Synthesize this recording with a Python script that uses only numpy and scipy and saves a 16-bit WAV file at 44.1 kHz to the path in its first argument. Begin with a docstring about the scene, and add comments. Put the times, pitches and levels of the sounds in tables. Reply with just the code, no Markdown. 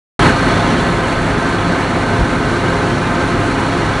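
"""Two diesel engines drive hydraulic gear on an open work deck beside the water.
The sound cuts in loud at 0.2 s and settles within a second. The big engine holds its speed and repeats
a dense clatter every cycle; the smaller one hums and hunts a little. Pumps whine, valves whistle and
loose fittings rattle over the rush of fans and exhaust. Wind nudges the microphone at 1.2 s; near 2.2 s
the deck thumps twice under a stronger gust, and a last light gust follows at 2.5 s."""
import sys
import numpy as np
from scipy import signal
from scipy.fft import rfft, irfft
from scipy.io import wavfile
from scipy.ndimage import map_coordinates

SR = 44100
rng = np.random.default_rng(int(sys.argv[2]) if len(sys.argv) > 2 else 0)


def wav_record(signal):
    """Record a signal, one row per channel, as 16-bit PCM in the file named by sys.argv[1]."""
    frames = np.transpose(np.atleast_2d(signal))
    bounded = np.clip(frames, -1, 1)
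    # unit amplitude maps onto the largest positive 16-bit level
    quanta = np.round(bounded * 32767).astype(np.int16)
    wavfile.write(sys.argv[1], SR, quanta)


N = 176400
T = np.arange(N) / SR

# The big engine's strongest tones. Each entry: multiple of the cycle rate; below, its level in dB.
BIG_ORDERS = [3, 7, 9, 10, 36, 45, 57, 72, 80, 82, 87, 89, 96, 101, 104, 116]
BIG_ORDER_DB = [-32, -27, -29, -32, -45, -39, -37, -35, -37, -34, -33, -38, -50, -37, -38.5, -39]
# The colour of its clatter. Each row: frequency in Hz, relative level in dB.
CLATTER_EQ = [(150, -14), (250, -5.5), (400, -7.5), (550, -2.5), (900, -6.5), (1300, 0.5), (1440, 1),
              (1550, -1.5), (1640, -5.5), (1950, -10.5), (2900, -11.5), (3900, -14), (4330, -19.5),
              (4900, -26), (9000, -44)]
# The small engine hunting. Each row: time in seconds, shaft speed in Hz.
SHAFT_SPEED = [(0, 34.65), (.6, 34.66), (1.2, 34.51), (1.9, 34.52), (2.9, 34.7), (3.4, 34.56), (4, 34.66)]
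# The tones of its hum. Each entry: multiple of the shaft speed; below, its level in dB.
SMALL_ORDERS = [3, 5, 7, 8, 10, 12, 15, 20]
SMALL_ORDER_DB = [-35.5, -26, -30, -29, -28.5, -31.5, -31.5, -31]
# The diesel rumble surges and sags. Each row: centre and half length in seconds, change in dB.
RUMBLE_SURGES = [(.38, .025, -2), (.46, .03, 1.5), (.71, .04, 2), (1.1, .025, -1.5), (1.19, .025, 1.5),
                 (1.72, .025, 2), (1.86, .035, -2), (2.16, .03, 2.5), (2.92, .04, 2), (3.05, .035, -2.5),
                 (3.38, .04, 1.7)]
# The colour of fans and exhaust. Each row: frequency in Hz, relative level in dB.
RUSH_EQ = [(12, -18), (22, -10), (33, -6), (60, 2), (110, -1.5), (205, -.5), (255, 3.5), (320, 0),
           (410, -1.5), (480, -6.5), (690, -5), (780, -7), (920, -3.5), (1150, -10.5), (1520, -9.5),
           (1800, -11), (2250, -13), (2650, -21), (3600, -23.5), (4400, -21.5), (4850, -30.5),
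           (5700, -26.5), (7500, -30.5), (9700, -32.5), (10400, -39.5), (11400, -43.5)]
# The pump whines. Each entry: pitch in Hz; below, its level in dB.
PUMP_HZ = [1042, 1542, 1570.5, 1724, 1938, 2084, 4356]
PUMP_DB = [-33.5, -39, -33.7, -39.5, -40, -41, -55]
# The pump casing rings up. Each row: crest of the swell in seconds, level in dB.
CASING_RINGS = [(.26, -31), (.48, -31), (1.05, -32), (1.22, -30), (1.49, -25), (1.74, -26), (2.11, -29),
                (2.28, -28), (2.51, -23), (2.71, -26), (2.89, -28), (3.22, -25)]
# The valve whistles. Each row: pitch in Hz, width in Hz, level in dB.
VALVE_WHISTLES = [(2250, 60, -42), (2445, 25, -47), (2835, 35, -47), (2912, 25, -47), (3400, 45, -50),
                  (3912, 28, -49.5), (4275, 60, -45.5), (4360, 35, -48), (4475, 45, -50), (4720, 35, -56)]
# The colour of the loose fittings. Each row: frequency in Hz, relative level in dB.
RATTLE_EQ = [(850, 1), (1400, 2), (2100, -6), (3100, -1.5), (4500, -9)]
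# Dull knocks through the deck. Each row: start in seconds, pitch in Hz, drive in dB.
DECK_THUMPS = [(2.189, 74, -6), (2.239, 105, -11)]
# Wind on the microphone. Each row: centre and half length in seconds, level in dB.
WIND_GUSTS = [(1.19, .04, -25), (2.21, .02, -14), (2.53, .02, -23)]
# Stereo width from deck scatter. Each row: frequency in Hz, level against the rush in dB.
SCATTER_EQ = [(40, -52), (170, -35), (700, -21.5), (1400, -29.5), (2800, -12.5), (5600, -16.5), (9500, -8)]
# The master fader. Each row: time in seconds, gain in dB.
FADER = [(.19, 7.3), (.272, 7.1), (.305, 2.4), (.335, .9), (.39, .7), (.48, 2.3), (.72, 2), (.95, .5),
         (1.6, 0), (2.8, -.5), (4, -.1)]
# The treble shelf as the sound settles. Each row: time in seconds, gain in dB.
TREBLE_RIDE = [(.19, -0.8), (.3, 2.2), (.7, -0.4), (1.2, -0.5), (2.2, -0.5), (4, 0)]

CYCLE_HZ, CYLINDERS, SPEED_WOBBLE = 14.757, 6, .000535  # the big engine
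RUSH_DB = -17.5


def big_engine(cycles, firing, clatter_db=-25.5, spread_db=2.5):
    """Valves, injectors and gears repeat one clatter every cycle; a few orders stand out as tones."""
    length = int(SR / CYCLE_HZ)
    count = length // 2 + 1
    comb = from_db(spread_db * rng.standard_normal(count)) * np.exp(2j * np.pi * rng.random(count))
    comb[np.isin(np.arange(count), BIG_ORDERS)] = 0  # leave room for the tones
    one_cycle = irfft(comb, length)
    looped = map_coordinates(one_cycle, [cycles % 1 * length], order=3, mode="grid-wrap")
    clatter = from_db(clatter_db) * rms_one(coloured(looped * firing, CLATTER_EQ))
    return clatter + sum(tone(order * cycles, db) for order, db in zip(BIG_ORDERS, BIG_ORDER_DB))


def firing_pulse(cycles, depth=.11, decay_s=.003, spread_db=2):
    """Each firing gives a sharp swell that dies away; every cylinder has its own strength."""
    firings = cycles * CYLINDERS
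    strength = from_db(spread_db * rng.standard_normal(CYLINDERS))
    cylinder = firings.astype(int) % CYLINDERS
    age_s = firings % 1 / (CYCLE_HZ * CYLINDERS)
    return rms_one(1 + depth * strength[cylinder] * np.exp(-age_s / decay_s))


def small_engine(waver_hz=.13, rough_db=3):
    """A rough hum of shaft orders that follows the slowly hunting, slightly uneven speed."""
    shaft = turns_of(in_time(SHAFT_SPEED) + waver_hz * drift(per_s=5))
    return sum(tone(order * shaft, db) * rms_one(from_db(rough_db * drift(per_s=22)))
               for order, db in zip(SMALL_ORDERS, SMALL_ORDER_DB))


def surging(x, band_hz=(100, 450)):
    """The diesel rumble swells and sags while the rest holds steady."""
    rumble = signal.sosfiltfilt(bandpass(*band_hz), x)
    change_db = sum(db * bell(s, half_s) for s, half_s, db in RUMBLE_SURGES)
    return x + rumble * (from_db(change_db) - 1)


def fans_and_exhaust(firing, flicker_db=.7, throb_db=.82):
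    """Turbulent air, pulsed by the firings; it throbs as a whole and flickers octave by octave."""
    white = rfft(rng.standard_normal(N))
    hz = np.arange(len(white)) * SR / N
    octave = np.log2(np.maximum(hz / 50, 1)).astype(int)
    air = sum(irfft(white * (octave == k), N) * from_db(flicker_db * drift(per_s=10.5))
              for k in range(9))
    throb = from_db(throb_db * drift(per_s=50))
    return from_db(RUSH_DB) * rms_one(coloured(air * firing * throb, RUSH_EQ))


def pumps():
    """The hydraulic pumps whine steadily while a casing rings up and dies back."""
    whines = sum(tone(hz * T, db) for hz, db in zip(PUMP_HZ, PUMP_DB))
    swells = sum(from_db(db) * bell(s, half_s=.045) for s, db in CASING_RINGS)
    return whines + swells * singing_noise(hz=1548, width_hz=70)


def valves(fade_above_hz=4200, fade_db_per_s=1.3):
    """Oil forced through valves gives thin, fluttering whistles; the highest ones slowly fade."""
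    fade_db = fade_db_per_s * (T.mean() - T)
    return sum(from_db(db + fade_db * (hz > fade_above_hz)) * singing_noise(hz, width_hz)
               for hz, width_hz, db in VALVE_WHISTLES)


def loose_fittings(pings_per_s=70, low_hz=850, high_hz=4500, decay_s=.018, level_db=-32.5):
    """Loose steel pings at random moments, each time at a pitch and strength of its own."""
    pings, age_s = np.zeros(N + SR), T[:SR // 10]
    for when, pitch, strength in rng.random((int(pings_per_s * N / SR), 3)):
        hz = low_hz * (high_hz / low_hz) ** pitch
        ring = np.exp(-age_s / decay_s) * np.sin(2 * np.pi * hz * age_s)
        start = int(when * N)
        pings[start:start + len(ring)] += (1 + strength) * ring
    return from_db(level_db) * rms_one(coloured(pings[:N], RATTLE_EQ))


def deck_thumps(attack_s=.0025, decay_s=.0066):
    """Each knock through the deck is one low, heavily damped ring."""
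    out = np.zeros(N)
    for s, hz, db in DECK_THUMPS:
        age_s = np.maximum(T - s, 0)
        envelope = (1 - np.exp(-age_s / attack_s)) * np.exp(-age_s / decay_s)
        out += from_db(db) * envelope * np.sin(2 * np.pi * hz * age_s)
    return out


def wind(band_hz=(20, 84.5)):
    """Gusts hit the microphone as short, low bumps."""
    rumble = rms_one(signal.sosfilt(bandpass(*band_hz), rng.standard_normal(N)))
    return rumble * sum(from_db(db) * bell(s, half_s) for s, half_s, db in WIND_GUSTS)


def deck_scatter():
    """Scatter from the deck: a faint, airy wash that widens the treble."""
    wash = from_db(RUSH_DB) * rms_one(coloured(rng.standard_normal(N), RUSH_EQ))
    return coloured(wash, SCATTER_EQ)


def tone(turns, db, wander_hz=.9, flicker_db=2.5):
    """One partial, flickering and wandering slightly in the open air."""
    phase = turns + turns_of(wander_hz * drift(per_s=4.27)) + rng.random()
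    flicker = from_db(flicker_db * drift(per_s=8.4))
    return from_db(db) * rms_one(flicker * np.sin(2 * np.pi * phase))


def singing_noise(hz, width_hz):
    """Turbulence through a narrow resonance, at unit power."""
    resonance = bandpass(hz - width_hz / 2, hz + width_hz / 2)
    return rms_one(signal.sosfilt(resonance, rng.standard_normal(N)))


def drift(per_s):
    """A smooth random modulator with a spread of 1."""
    hop, warm_up = 40, 2000
    pole = np.exp(-2 * np.pi * per_s * hop / SR)
    noise = rng.standard_normal(N // hop + warm_up + 2)
    slow = signal.lfilter([1], [1, -2 * pole, pole * pole], noise)[warm_up:]
    return np.interp(np.arange(N) / hop, np.arange(len(slow)), rms_one(slow))


def coloured(x, eq):
    """Equalise by rows of frequency in Hz and gain in dB."""
    hz, db = np.transpose(eq)
    bin_hz = np.maximum(np.arange(N // 2 + 1) * SR / N, 1)
    gain_db = np.interp(np.log(bin_hz), np.log(hz), db)
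    return irfft(rfft(x) * from_db(gain_db), N)


def shelf(x, db, above_hz):
    """A gentle treble lift or cut."""
    treble = signal.sosfilt(signal.butter(1, above_hz, "high", fs=SR, output="sos"), x)
    return x + treble * (from_db(db) - 1)


def bandpass(low_hz, high_hz):
    """A soft-edged band filter."""
    return signal.butter(2, [low_hz, high_hz], "band", fs=SR, output="sos")


def bell(s, half_s):
    """A smooth swell of height 1."""
    return np.exp(-.5 * ((T - s) / half_s) ** 2)


def turns_of(hz):
    """Turns completed at a changing speed."""
    return np.cumsum(hz) / SR


def in_time(rows):
    """An automation curve through rows of seconds and value."""
    return np.interp(T, *np.transpose(rows))


def from_db(db):
    """Decibels to gain."""
    return np.exp(np.log(10) / 20 * np.asarray(db))


def rms_one(x):
    """Scale to unit power."""
    return x / np.sqrt(np.mean(x ** 2) + 1e-20)


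def scene():
    """The machines stand near the middle, their treble a touch to the right, with scatter around them."""
    cycles = turns_of(CYCLE_HZ * (1 + SPEED_WOBBLE * drift(per_s=2.14)))
    firing = firing_pulse(cycles)
    diesels = surging(big_engine(cycles, firing) + small_engine() + fans_and_exhaust(firing))
    machines = diesels + pumps() + valves() + loose_fittings()
    sides = np.array([[-1], [1]])  # left, right
    panned = shelf(machines, db=.55 * sides, above_hz=650)
    return panned + deck_scatter() * sides + wind() + deck_thumps()


def record(dry, start_s=.1915, cut_in_s=.002, ceiling=1.2, cutoff_hz=12400):
    """The sound cuts in loud, brightens briefly and settles; peaks are rounded and the top is cut."""
    shaped = shelf(dry, in_time(TREBLE_RIDE), above_hz=1610)
    gate = np.clip((T - start_s) / cut_in_s, 0, 1)
    faded = shaped * from_db(in_time(FADER)) * gate
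    rounded = ceiling * np.tanh(faded / ceiling)
    return signal.sosfilt(signal.cheby2(16, 70, cutoff_hz, fs=SR, output="sos"), rounded)


dry = scene()
out = record(dry)
wav_record(out)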